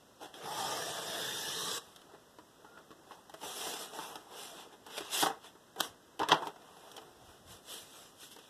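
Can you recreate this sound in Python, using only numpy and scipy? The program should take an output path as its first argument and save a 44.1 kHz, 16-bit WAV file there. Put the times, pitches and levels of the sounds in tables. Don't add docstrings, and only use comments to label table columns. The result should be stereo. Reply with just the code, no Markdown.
import sys
import numpy as np
from scipy import signal
from scipy.fft import rfft, irfft, next_fast_len
from scipy.io import wavfile
from scipy.ndimage import uniform_filter1d

SR = 44100
rng = np.random.default_rng(int(sys.argv[2]) if len(sys.argv) > 2 else 0)


def to_wav(s):
    ch = np.atleast_2d(s).T
    pcm = np.round(np.clip(ch, -1, 1) * 32767)
    wavfile.write(sys.argv[1], SR, pcm.astype(np.int16))


def ratio_of_db(decibels):
    return 10 ** (np.asarray(decibels, float) / 20)


N = 374409
FRAME, OVERLAP = 1024, 768

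# [t/s, shear hiss level/dB]
STROKE = [
    (0.405, -71),
    (0.44, -55.5),
    (0.6, -44),
    (0.85, -46),
    (1.05, -47.5),
    (1.2, -44.5),
    (1.42, -45),
    (1.781, -42),
    (1.802, -67),
]
# [f/Hz, density/dB per Hz]
SHEAR = [(40, -20), (80, -15), (150, -3), (280, -8.5), (500, -6.5), (800, -7.5), (1200, -11), (1900, -5.5),
         (3000, -6.5), (4500, -4.5), (6500, -5.5), (9500, -6.5), (12500, -9.5), (14000, -15.5)]
# [f/Hz, width/Hz, level/dB]
STOPS = [
    [(800, 69, 2.5), (1160, 100, -7), (3500, 150, -14), (4320, 39, -31), (5420, 160, -16), (7190, 55, -19),
     (7790, 42, -19), (8260, 96, -22)],
    [(851, 110, 1.5), (1200, 36, 3), (3270, 62, -16), (3690, 57, -16), (4910, 53, -17), (5640, 64, -16),
     (7280, 75, -10), (8930, 47, -15)],
    [(694, 78, 2.5), (1200, 42, 2.5), (1800, 190, -6), (3150, 46, -15), (5030, 59, -10), (5500, 370, -6.5),
     (6840, 79, -11), (7940, 35, -18)],
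    [(668, 83, 0), (1140, 70, -4), (1600, 79, -2.5), (2860, 84, -5), (3490, 55, -3), (5210, 150, -11.5),
     (6870, 82, -9), (7480, 110, -19)],
    [(392, 47, -2), (1670, 260, -2.5), (2850, 38, -1), (3560, 250, -2), (5100, 320, -12), (5950, 32, -10),
     (7640, 56, -11), (8170, 120, -15)],
    [(860, 39.2, -6.5), (1740, 120, -1), (2890, 40, -1.5), (3080, 28, -10), (3580, 75, -3),
     (5250, 79, -4.5), (5800, 280, -7), (8050, 61, -11)],
    [(1145, 67, 4), (2360, 26, -26), (3180, 140, -4), (3700, 60, -5), (4070, 160, -1), (5600, 84, -4),
     (6330, 65, -10), (8740, 98, -13)],
    [(434, 30, -2), (1155, 54, 3), (1580, 62, -0.5), (3500, 45, -8), (3900, 100, -2.5), (4870, 50, -14),
     (5450, 42, -7), (7710, 38, -1)],
]
BLADE_PASSES = [.48, .61, .78, 1.0, 1.25, 1.46, 1.62, 1.74]
# [f/Hz, width/Hz, level/dB]
BASE_BENDING = [(437, 25, 1), (300, 28, -5)]
# [f/Hz, width/Hz, level/dB]
DESK_TOP = [(129, 35, -7.5), (159.2, 9.7, -7.5)]
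RUMBLE_DB, RUMBLE_FOLLOWS = -40.5, 0.52
RUMBLE_SAG_DB_PER_S = 3.5
RAIL_DB = -4

# [f/Hz, density/dB per Hz]
PAPER = [(40, -11.4), (80, -17), (150, 3), (280, 0.5), (500, -2.5), (800, 2.5), (1200, 3.5), (1900, 2),
         (3000, -5), (4500, -4.5), (6500, -9), (9500, -10.5), (12500, -12.5), (14000, -20)]
# [f/Hz, width/Hz, level/dB]
UNDER_SHEET = [(446, 112, 14), (714, 200, 7), (2750, 200, 0), (3150, 700, 0), (5360, 82, -29.5)]
# [fastest t/s, speed-up/s, slow-down/s, hiss level/dB, rumble above hiss/dB]
SLIDES = [(3.44, 0.037, 0.3, -48, 1.5), (3.66, 0.32, 0.28, -42.5, -1.5), (3.82, 0.13, 0.12, -47.5, 1),
          (3.95, .03, 0.082, -53, 3), (4.02, 0.21, 0.3, -50.5, 6.5), (4.34, 0.1, 0.13, -61, 14.5),
          (4.42, 0.16, 0.26, -49.5, -0.5), (5.145, 0.054, 0.18, -35, -9), (5.215, 0.098, 0.087, -33, -9),
          (5.83, 0.025, 0.098, -46.5, 0.5), (7.52, 0.091, 0.12, -54.5, -1), (7.72, 0.1, 0.24, -47, -8.5),
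          (7.97, 0.2, 0.27, -56, -3), (8.23, 0.093, 0.12, -52.5, -27), (8.32, 0.032, 0.072, -55, -24)]
# [fastest t/s, speed-up/s, slow-down/s, hiss level/dB, rumble above hiss/dB]
RUBS = [(0.23, 0.044, 0.11, -50.5, 4.5), (0.36, 0.045, 0.29, -53, 5), (4.6, 0.17, 0.13, -51.5, 4),
        (4.73, 0.038, 0.067, -59, 6.5), (4.87, 0.026, 0.29, -60.5, 8.5), (4.98, 0.15, 0.12, -44, -10),
        (4.982, .02, 0.021, -37, -9), (3.115, .02, 0.099, -63, -3), (5.06, 0.088, 0.33, -49, -3.5),
        (5.27, 0.061, 0.096, -54, 16.5), (5.46, 0.078, 0.073, -52.5, -2), (8.4, 0.064, 0.54, -59.5, -13)]
# [fastest t/s, speed-up/s, slow-down/s, hiss level/dB, rumble above hiss/dB]
SHIFTS = [(1.82, 0.1, 0.41, -62.5, 2.3), (2.78, 0.25, 0.084, -78, 19.6), (3.13, 0.18, 0.16, -67.5, 15),
          (2.13, 0.13, 0.061, -73, 16.5), (6.65, .1, 0.081, -71, 14), (4.2, .1, 0.5, -87, 14),
          (5.797, 0.033, 0.033, -51, 11), (6.215, 0.02, 0.052, -58.5, 27), (6.33, 0.1, 0.17, -59, 23),
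          (6.475, 0.13, 0.054, -58.5, 13.4), (6.9, 0.74, 0.51, -64, 11.3), (7.3, 0.25, 0.23, -65, 6)]
GRIT_DB = {"slide": -2, "rub": -10.5, "shift": -3}
FADE_DB, FADE_CURVE = 29.5, 1.514
DESK_FOLLOWS = 0.72

# [t/s, peak level/dB, main ring f/Hz, rail click above ring/dB]
FLICKS = [(2.135, -42.5, 376, -41), (2.643, -42, 850, -26), (2.771, -40.5, 1380, -27),
          (2.784, -44, 328, -18), (3.293, -41, 810, -11.5), (3.337, -36, 644, -12), (3.411, -42, 930, -7),
          (3.429, -32, 860, -23), (3.664, -31, 394, -14), (3.734, -36, 427, -1), (3.985, -30, 894, -24),
          (4.862, -40.5, 890, -7.5), (4.976, -32, 585, -8), (5.003, -29.5, 396, -20),
          (5.264, -21, 786, -15), (5.283, -34, 814, -25), (5.298, -26.5, 782, -30), (5.55, -44.5, 345, -30),
          (5.758, -39.5, 744, -13.5), (5.845, -37.5, 1135, -7), (6.427, -32.5, 1020, -30),
          (6.468, -29, 930, -15.5), (6.558, -42, 735, -23), (6.913, -49.5, 825, 1),
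          (6.963, -51.5, 920, 8.5), (7.286, -44.5, 332, -25), (7.486, -59, 713, -7), (8.36, -41, 444, -10),
          (8.384, -42.5, 440, -9)]
# [t/s, peak level/dB, main ring f/Hz, rail click above ring/dB]
TAPS = [(0.21, -41, 785, -13), (0.254, -40, 764, -15), (0.339, -46.5, 790, 0), (1.959, -57, 720, 12),
        (2.015, -61, 713, 8), (2.384, -41.5, 970, -16), (2.904, -40.5, 248, -23), (3.107, -41.5, 1070, -27),
        (4.154, -37, 870, -3), (5.224, -22.5, 917, -6.5), (5.23, -18, 800, -23), (5.801, -28.5, 1096, 1.5),
        (5.794, -41.5, 1160, -1), (6.191, -31.5, 390, -4.5), (6.285, -29.5, 1020, 1),
        (6.327, -22, 856, -30), (6.343, -27, 1090, -19), (6.42, -30, 910, -24)]
# [t/s, peak level/dB, main ring f/Hz, rail click above ring/dB]
KNOCKS = [
    (3.116, -45.5, 840, -6),
    (5.259, -26.5, 1100, -3),
    (6.213, -24.5, 900, -25),
    (6.231, -24, 950, -18),
    (6.292, -24, 1140, -10),
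    (6.303, -29, 695, -6),
    (6.31, -23.5, 1180, -6),
    (6.3162, -14, 997, -5.5),
    (6.977, -39, 787, -4),
    (6.198, -24, 806, -19),
]
# [t/s, peak level/dB, main ring f/Hz, rail click above ring/dB]
NICKS = [(0.243, -37, 436, -25), (0.362, -50, 450, -20), (0.598, -32, 830, -25), (2.143, -41.5, 800, -27),
         (2.155, -52, 750, -25), (2.265, -54, 544, -25), (2.912, -46, 1100, -8), (2.925, -45, 300, -20),
         (7.70, -50, 700, 4), (7.735, -50, 700, 4), (7.76, -54, 700, 4), (3.612, -38, 810, -1),
         (3.648, -37, 850, -3), (3.685, -40, 800, 0), (3.762, -39.5, 800, 0), (3.932, -42, 643, -4),
         (3.973, -36, 600, -20), (4.033, -44, 800, -3), (4.105, -40, 786, -20), (4.317, -48, 791, -7),
         (4.901, -41, 894, -10), (5.374, -46, 840, -22), (5.441, -46, 907, -12), (6.453, -39, 895, -8),
         (6.497, -46, 800, -20), (6.617, -52, 471, -6), (6.655, -50, 400, -25), (6.766, -51, 764, -4),
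         (6.834, -51, 433, -20), (6.87, -46, 790, -25), (6.945, -44, 450, -25), (7.014, -42, 500, -13),
         (7.475, -62, 1200, 8), (7.649, -54, 549, -5), (7.679, -46, 614, -6), (8.229, -45.5, 1480, -15),
         (8.309, -57, 900, 6)]
# [t/s, peak level/dB, main ring f/Hz, rail click above ring/dB]
CRACKS = [
    (5.8052, -17, 950, 0.5),
    (3.986, -35, 900, -11),
    (5.266, -23, 800, -12),
]
# [t/s, peak level/dB, main ring f/Hz, rail click above ring/dB]
THUMPS = [
    (6.3165, -8, 1900, -11),
    (6.229, -28.5, 940, -4.5),
    (6.327, -17, 900, -9),
    (6.341, -24, 1100, -8),
    (6.468, -32, 900, -10),
    (6.559, -42, 746, -20),
]
CONTACT = {"flick": (-0.95, 0.099, 0.0014), "tap": (-8, 0.09, 0.00022), "knock": (-28, 0.11, 0.00027),
           "nick": (-5, 0.071, 0.0014), "crack": (-5.5, .013, 0.00021), "thump": (-19, 0.027, 0.00046)}
# [f/Hz, level/dB, t60/s]
BOARD = [(304, 8.5, 0.094), (427, 6.5, 0.14), (897, -5, 0.12), (1220, -28, 0.12), (1905, -4.5, 0.24)]
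# [f/Hz, level/dB, t60/s]
RAIL = [(3070, -47, 0.064), (3160, 2, 0.11), (3780, -17, 0.059), (6140, -4, 0.14)]

# [t/s, f/Hz, level/dB]
SQUEAK = [
    (2.65, 1389, -65),
    (2.752, 1415, -63),
    (2.788, 1367, -60),
    (2.81, 1376, -77),
]
# [t/s, peak level/dB, f/Hz]
FLEXES = [(1.847, -66, 116), (3.43, -66, 90), (3.62, -66, 90), (5.0, -66, 100), (5.868, -60, 104),
          (6.186, -49, 150), (7.039, -71, 124), (7.15, -67, 71), (7.207, -60, 106), (7.26, -57, 77.4),
          (7.378, -62, 115), (7.435, -57.5, 84.5), (7.476, -54, 112), (7.515, -58, 90), (7.79, -65.5, 100)]

# [f/Hz, t60/s]
WALLS = [(100, 0.18), (1000, 0.32), (4000, 0.22), (14000, 0.12)]
# [f/Hz, density/dB per Hz]
AIR = [(40, -5.5), (80, 0), (150, 3.5), (280, 3.5), (500, -1), (800, -8), (1200, -10), (1900, -12.5),
       (3000, -16.5), (4500, -16.5), (6500, -18), (9500, -21.5), (12500, -23), (14000, -25)]
AIR_DB = -56

# [f/Hz, likeness]
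ALIKE = [(60, 0.35), (150, 1), (500, 0.72), (1400, 0.047), (2250, 0.075), (3500, 0.28), (6000, 0.032),
         (14000, 0.033)]
DIRECT = 0.8
WANDER_RAD = 2.5
# [f/Hz, level/dB]
SECOND_PORT = [(100, -1.5), (2500, 1.5), (5000, 2), (14000, 2.5)]
# [f/Hz, gain]
CROSS = [(100, 0.44), (2300, 0.62), (4500, 0.46), (7000, 0.14), (14000, 0.11)]
COMB_HZ, EDGE_HZ = 2250, 14250
UNDER_DB = 9.5


def blade():
    s, db = np.transpose(STROKE)
    time = np.arange(s[0], s[-1], 1 / SR)
    level_db, size = np.interp(time, s, db), len(time)
    hz, t, z = fibres(size, per_s=4000, spread_db=2.6, smooth=2.2)

    near = [np.interp(t + s[0], BLADE_PASSES, row) for row in np.eye(len(STOPS))]
    ring = sum(share * humps(peaks, hz) for share, peaks in zip(near, STOPS))
    ring = ring + ratio_of_db(4.0) * humps(DESK_TOP, hz) + humps(BASE_BENDING, hz)
    colour = ratio_of_db(read(SHEAR, hz))[:, None] * np.sqrt(1 + ratio_of_db(22.5) * ring)
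    z = z * colour * patchy(z.shape[1:], 1.5)

    hiss = band(z, hz, 4800, 17000, size)
    rail = band(z, hz, 2840, 4400, size)
    rumble = band(z, hz, 60, 2080, size)
    boom_db = RUMBLE_DB + RUMBLE_FOLLOWS * (level_db - db.max())
    boom_db = boom_db - RUMBLE_SAG_DB_PER_S * (time - s[0])
    sound = ratio_of_db(level_db) * (ratio_of_db(2.0) * hiss + ratio_of_db(RAIL_DB) * rail) + ratio_of_db(boom_db + 3.5) * rumble
    return s[0], sound * signal.windows.tukey(size, .008)


def paper():
    power = drag(SLIDES, GRIT_DB["slide"]) + drag(RUBS, GRIT_DB["rub"]) + drag(SHIFTS, GRIT_DB["shift"])
    gains = [np.interp(np.arange(N) / 128, np.arange(len(p)), np.sqrt(p)) for p in power]
    hz, t, z = fibres(N, per_s=2500, spread_db=3.2, smooth=2.0)
    z = z * ratio_of_db(read(PAPER, hz))[:, None] * np.sqrt(1 + ratio_of_db(11.0) * humps(UNDER_SHEET + DESK_TOP, hz))
    fine = z * patchy(z.shape[1:], 1.4)
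    lumpy = z * patchy(z.shape[1:], 2.5)
    hiss = band(fine, hz, 2100, 6500, N)
    grit = band(fine, hz, 6500, 15000, N)
    rumble = band(lumpy, hz, 160, 1750, N)
    return ratio_of_db(-2.2) * gains[0] * hiss + ratio_of_db(3.5) * gains[1] * grit + ratio_of_db(-2.5) * gains[2] * rumble


def drag(rows, grit_db):
    t, power = np.arange(0, N + 128, 128) / SR, 0
    for s, rise, fall, db, rumble_db in rows:
        pace = abs(t - s) / np.where(t < s, abs(rise), abs(fall))
        fade_db = -FADE_DB * pace ** FADE_CURVE
        hiss_db = db + fade_db
        rumble_level_db = db + rumble_db + DESK_FOLLOWS * fade_db
        power = power + ratio_of_db([hiss_db, db + grit_db + fade_db, rumble_level_db]) ** 2
    return power


def fibres(size, per_s, spread_db, smooth):
    snaps = ratio_of_db(spread_db * np.minimum(rng.exponential(1, size), 3.5)) * (rng.random(size) < per_s / SR)
    rub = rng.standard_normal((3, size))
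    drive = evened(snaps * rub[0]) + smooth * rub[1:]
    hz, t, z = signal.stft(drive, SR, nperseg=FRAME, noverlap=OVERLAP)
    other = z[1] * np.exp(2j * np.pi * rng.random(len(hz)))[:, None]

    wander = uniform_filter1d(uniform_filter1d(other.real, size=21, axis=0), size=25, axis=1)
    spread = uniform_filter1d(wander ** 2, size=200, axis=1).mean(1, keepdims=True)
    wander = wander / np.sqrt(spread + 1e-20)
    path = np.exp(1j * WANDER_RAD * wander)
    direct = DIRECT / (1 + (5500 / (hz[:, None] + 1)) ** 2)
    unlike = direct * path * z[0] + np.sqrt(1 - direct ** 2) * other
    alike = np.clip(read(ALIKE, hz), 0, 1)[:, None]
    return hz, t, np.array([z[0], alike * z[0] + np.sqrt(1 - alike ** 2) * unlike])


def tap(s, db, hz, click_db, tick_db, t60, rise):
    t = np.arange(4800) / SR
    turn = rng.random((len(BOARD) + len(RAIL), 3))
    heavy = min(t60 / .06, 1)
    noise = rng.standard_normal((2, len(t)))
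    noise[1] = 0.14 * noise[0] + .5 * noise[1]
    spectrum = rfft(noise)
    f = np.fft.rfftfreq(len(t), 1 / SR)

    spot = np.sin(2 * np.pi * hz * t) * ratio_of_db(-60 * t / (.5 * t60))
    board = rings(BOARD, t, t60, turn)
    desk = sum(ratio_of_db(d - 46 * width * t) * np.sin(2 * np.pi * mode * t) for mode, width, d in DESK_TOP)
    desk = desk * (1 - np.exp(-t / 0.0035))
    low_cut = f ** 2 / (f ** 2 + (200 / heavy) ** 2)
    thud = evened(irfft(spectrum * low_cut / (1 + ((f - hz) / 1100.0) ** 2))) * ratio_of_db(-60 * t / t60)
    body = 0.89 * spot + 0.27 * heavy * board + 0.39 * thud + 0.34 * heavy * desk

    first = .9 * ratio_of_db(-60 * t / .007)
    snap = first + 1.25 * ratio_of_db(-60 * t / (0.39 * t60))
    click = evened(irfft(spectrum / (1 + ((f - 3300) / 2100.0) ** 4))) * snap
    click = click + 0.57 * rings(RAIL, t, .5 * t60, turn[::-1])
    tick = evened(irfft(spectrum / (1 + (5500 / (f + 1)) ** 4) / (1 + (f / 9500) ** 2))) * snap
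    edge = ratio_of_db(click_db - 1.0) * click + ratio_of_db(tick_db + 1.5) * tick
    return s + .002, ratio_of_db(db - 2.0) * (body + edge) * (1 - np.exp(-t / rise))


def rings(modes, t, t60, turn):
    total = 0
    for (hz, db, ring), (weaker, detune, phase) in zip(modes, turn):
        fade = ratio_of_db(db - 9.8 * weaker - 60 * t / min(ring, t60))
        total = total + fade * np.sin(2 * np.pi * (hz * (.95 + 0.082 * detune) * t + phase))
    return total


def squeak():
    s, hz, db = np.transpose(SQUEAK)
    t = np.arange(s[0], s[-1], 1 / SR)
    waver = 1 + 0.46 * evened(uniform_filter1d(rng.standard_normal(len(t)), size=200))
    turns = np.cumsum(np.interp(t, s, hz)) / SR
    tone = np.sin(2 * np.pi * turns) * waver * signal.windows.tukey(len(t), .2)
    return s[0], ratio_of_db(np.interp(t, s, db) + 1.5) * tone * np.array([[1], [.8]])


def flex(s, db, hz):
    t = np.arange(0, .07, 1 / SR)
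    turns = hz * t * (1.25 - 3.5 * t)
    push = np.sin(2 * np.pi * turns)
    push = push + 0.42 * np.sin(2 * np.pi * 1.6 * turns) + .5 * np.sin(2 * np.pi * 0.56 * turns)
    return s, ratio_of_db(db + 12) * np.array([[1], [.05]]) * push * np.hanning(len(t))


def walls(x):
    taps = np.zeros((2, SR // 2))
    slots = np.arange(160, SR // 2 - 20, 20)
    at = slots + rng.integers(0, 20, (2, len(slots)))
    np.put_along_axis(taps, at, rng.choice([-1., 1.], at.shape), 1)
    hz, t, z = signal.stft(taps, SR, nperseg=256)
    tail = signal.istft(z * ratio_of_db(-60 * t / read(WALLS, hz)[:, None]), SR, nperseg=256)[1]
    return signal.fftconvolve(x, tail / np.linalg.norm(tail[0]), axes=1)[:, :N]


def air():
    hz, t, z = signal.stft(rng.standard_normal((2, N)), SR, nperseg=FRAME, noverlap=OVERLAP)
    z = z * ratio_of_db(read(AIR, hz))[:, None] * patchy(z.shape[1:], 0.52)
    return ratio_of_db(AIR_DB) * band(z, hz, 25, 18000, N)


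def evened(x):
    return x / np.sqrt(np.mean(x ** 2) + 1e-20)


def read(points, hz):
    f, value = np.transpose(points)
    return np.interp(np.log(hz + 1), np.log(f + 1), value)


def humps(peaks, hz):
    return sum(ratio_of_db(db) ** 2 / (1 + (2 * (hz - f) / width) ** 2) for f, width, db in peaks)[:, None]


def patchy(shape, db):
    field = rng.standard_normal(shape[::-1]).T
    field = uniform_filter1d(uniform_filter1d(field, size=7, axis=0), size=8, axis=1)
    return ratio_of_db(db * evened(field))


def band(z, hz, lo_hz, hi_hz, size):
    gate = 1 / np.sqrt((1 + (lo_hz / (hz + 1)) ** 6) * (1 + (hz / hi_hz) ** 6))
    return evened(signal.istft(z * gate[:, None], SR, nperseg=FRAME, noverlap=OVERLAP)[1][:, :size])


def add(mix, s, sound):
    part = mix[:, max(round(s * SR), 0):][:, :sound.shape[1]]
    part += sound[:, :part.shape[1]]


def scene():
    desk = paper()
    add(desk, *blade())
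    add(desk, *squeak())
    contacts = {"flick": FLICKS, "tap": TAPS, "knock": KNOCKS, "nick": NICKS, "crack": CRACKS, "thump": THUMPS}
    for kind, rows in contacts.items():
        tick_db, t60, rise = CONTACT[kind]
        for s, db, hz, click_db in rows:
            add(desk, *tap(s, db, hz, click_db, click_db + tick_db, t60, rise))
    desk = signal.sosfilt(signal.butter(2, 70, "high", fs=SR, output="sos"), desk)
    for row in FLEXES:
        add(desk, *flex(*row))
    return desk + ratio_of_db(-13.0) * walls(desk) + air()


def thinned(pair, under_db):
    z = signal.stft([pair[0] + pair[1], pair[0] - pair[1]], nperseg=FRAME)[2]
    power = uniform_filter1d(uniform_filter1d(abs(z) ** 2, size=4, axis=1), size=3, axis=2)
    level_db = 10 * np.log10(abs(power) + 1e-20)
    keep = np.clip((level_db - level_db[::-1] + under_db) / 0.97, .03, 1)
    keep[:, :12] = 1
    total, gap = signal.istft(z * keep, nperseg=FRAME)[1][:, :N] / 2
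    return np.array([total + gap, total - gap])


def band_limit(x):
    return signal.sosfilt(signal.butter(12, 15100, fs=SR, output="sos"), x)


def record(dry):
    size = next_fast_len(N)
    hz = np.fft.rfftfreq(size, 1 / SR)
    first, second = rfft(dry, size) * [np.ones(len(hz)), ratio_of_db(read(SECOND_PORT, hz))]
    late = np.clip(read(CROSS, hz), 0, .99) * np.exp(-2j * np.pi * hz / COMB_HZ)
    wide = np.array([first - late * second, second - late * first])
    wide = wide / np.sqrt(1 + (hz / EDGE_HZ) ** 200)
    mix = thinned(irfft(wide, size)[:, :N], UNDER_DB) * ratio_of_db([[-2.5], [-2.]])
    return band_limit(mix)


dry = scene()
out = record(dry)
to_wav(out)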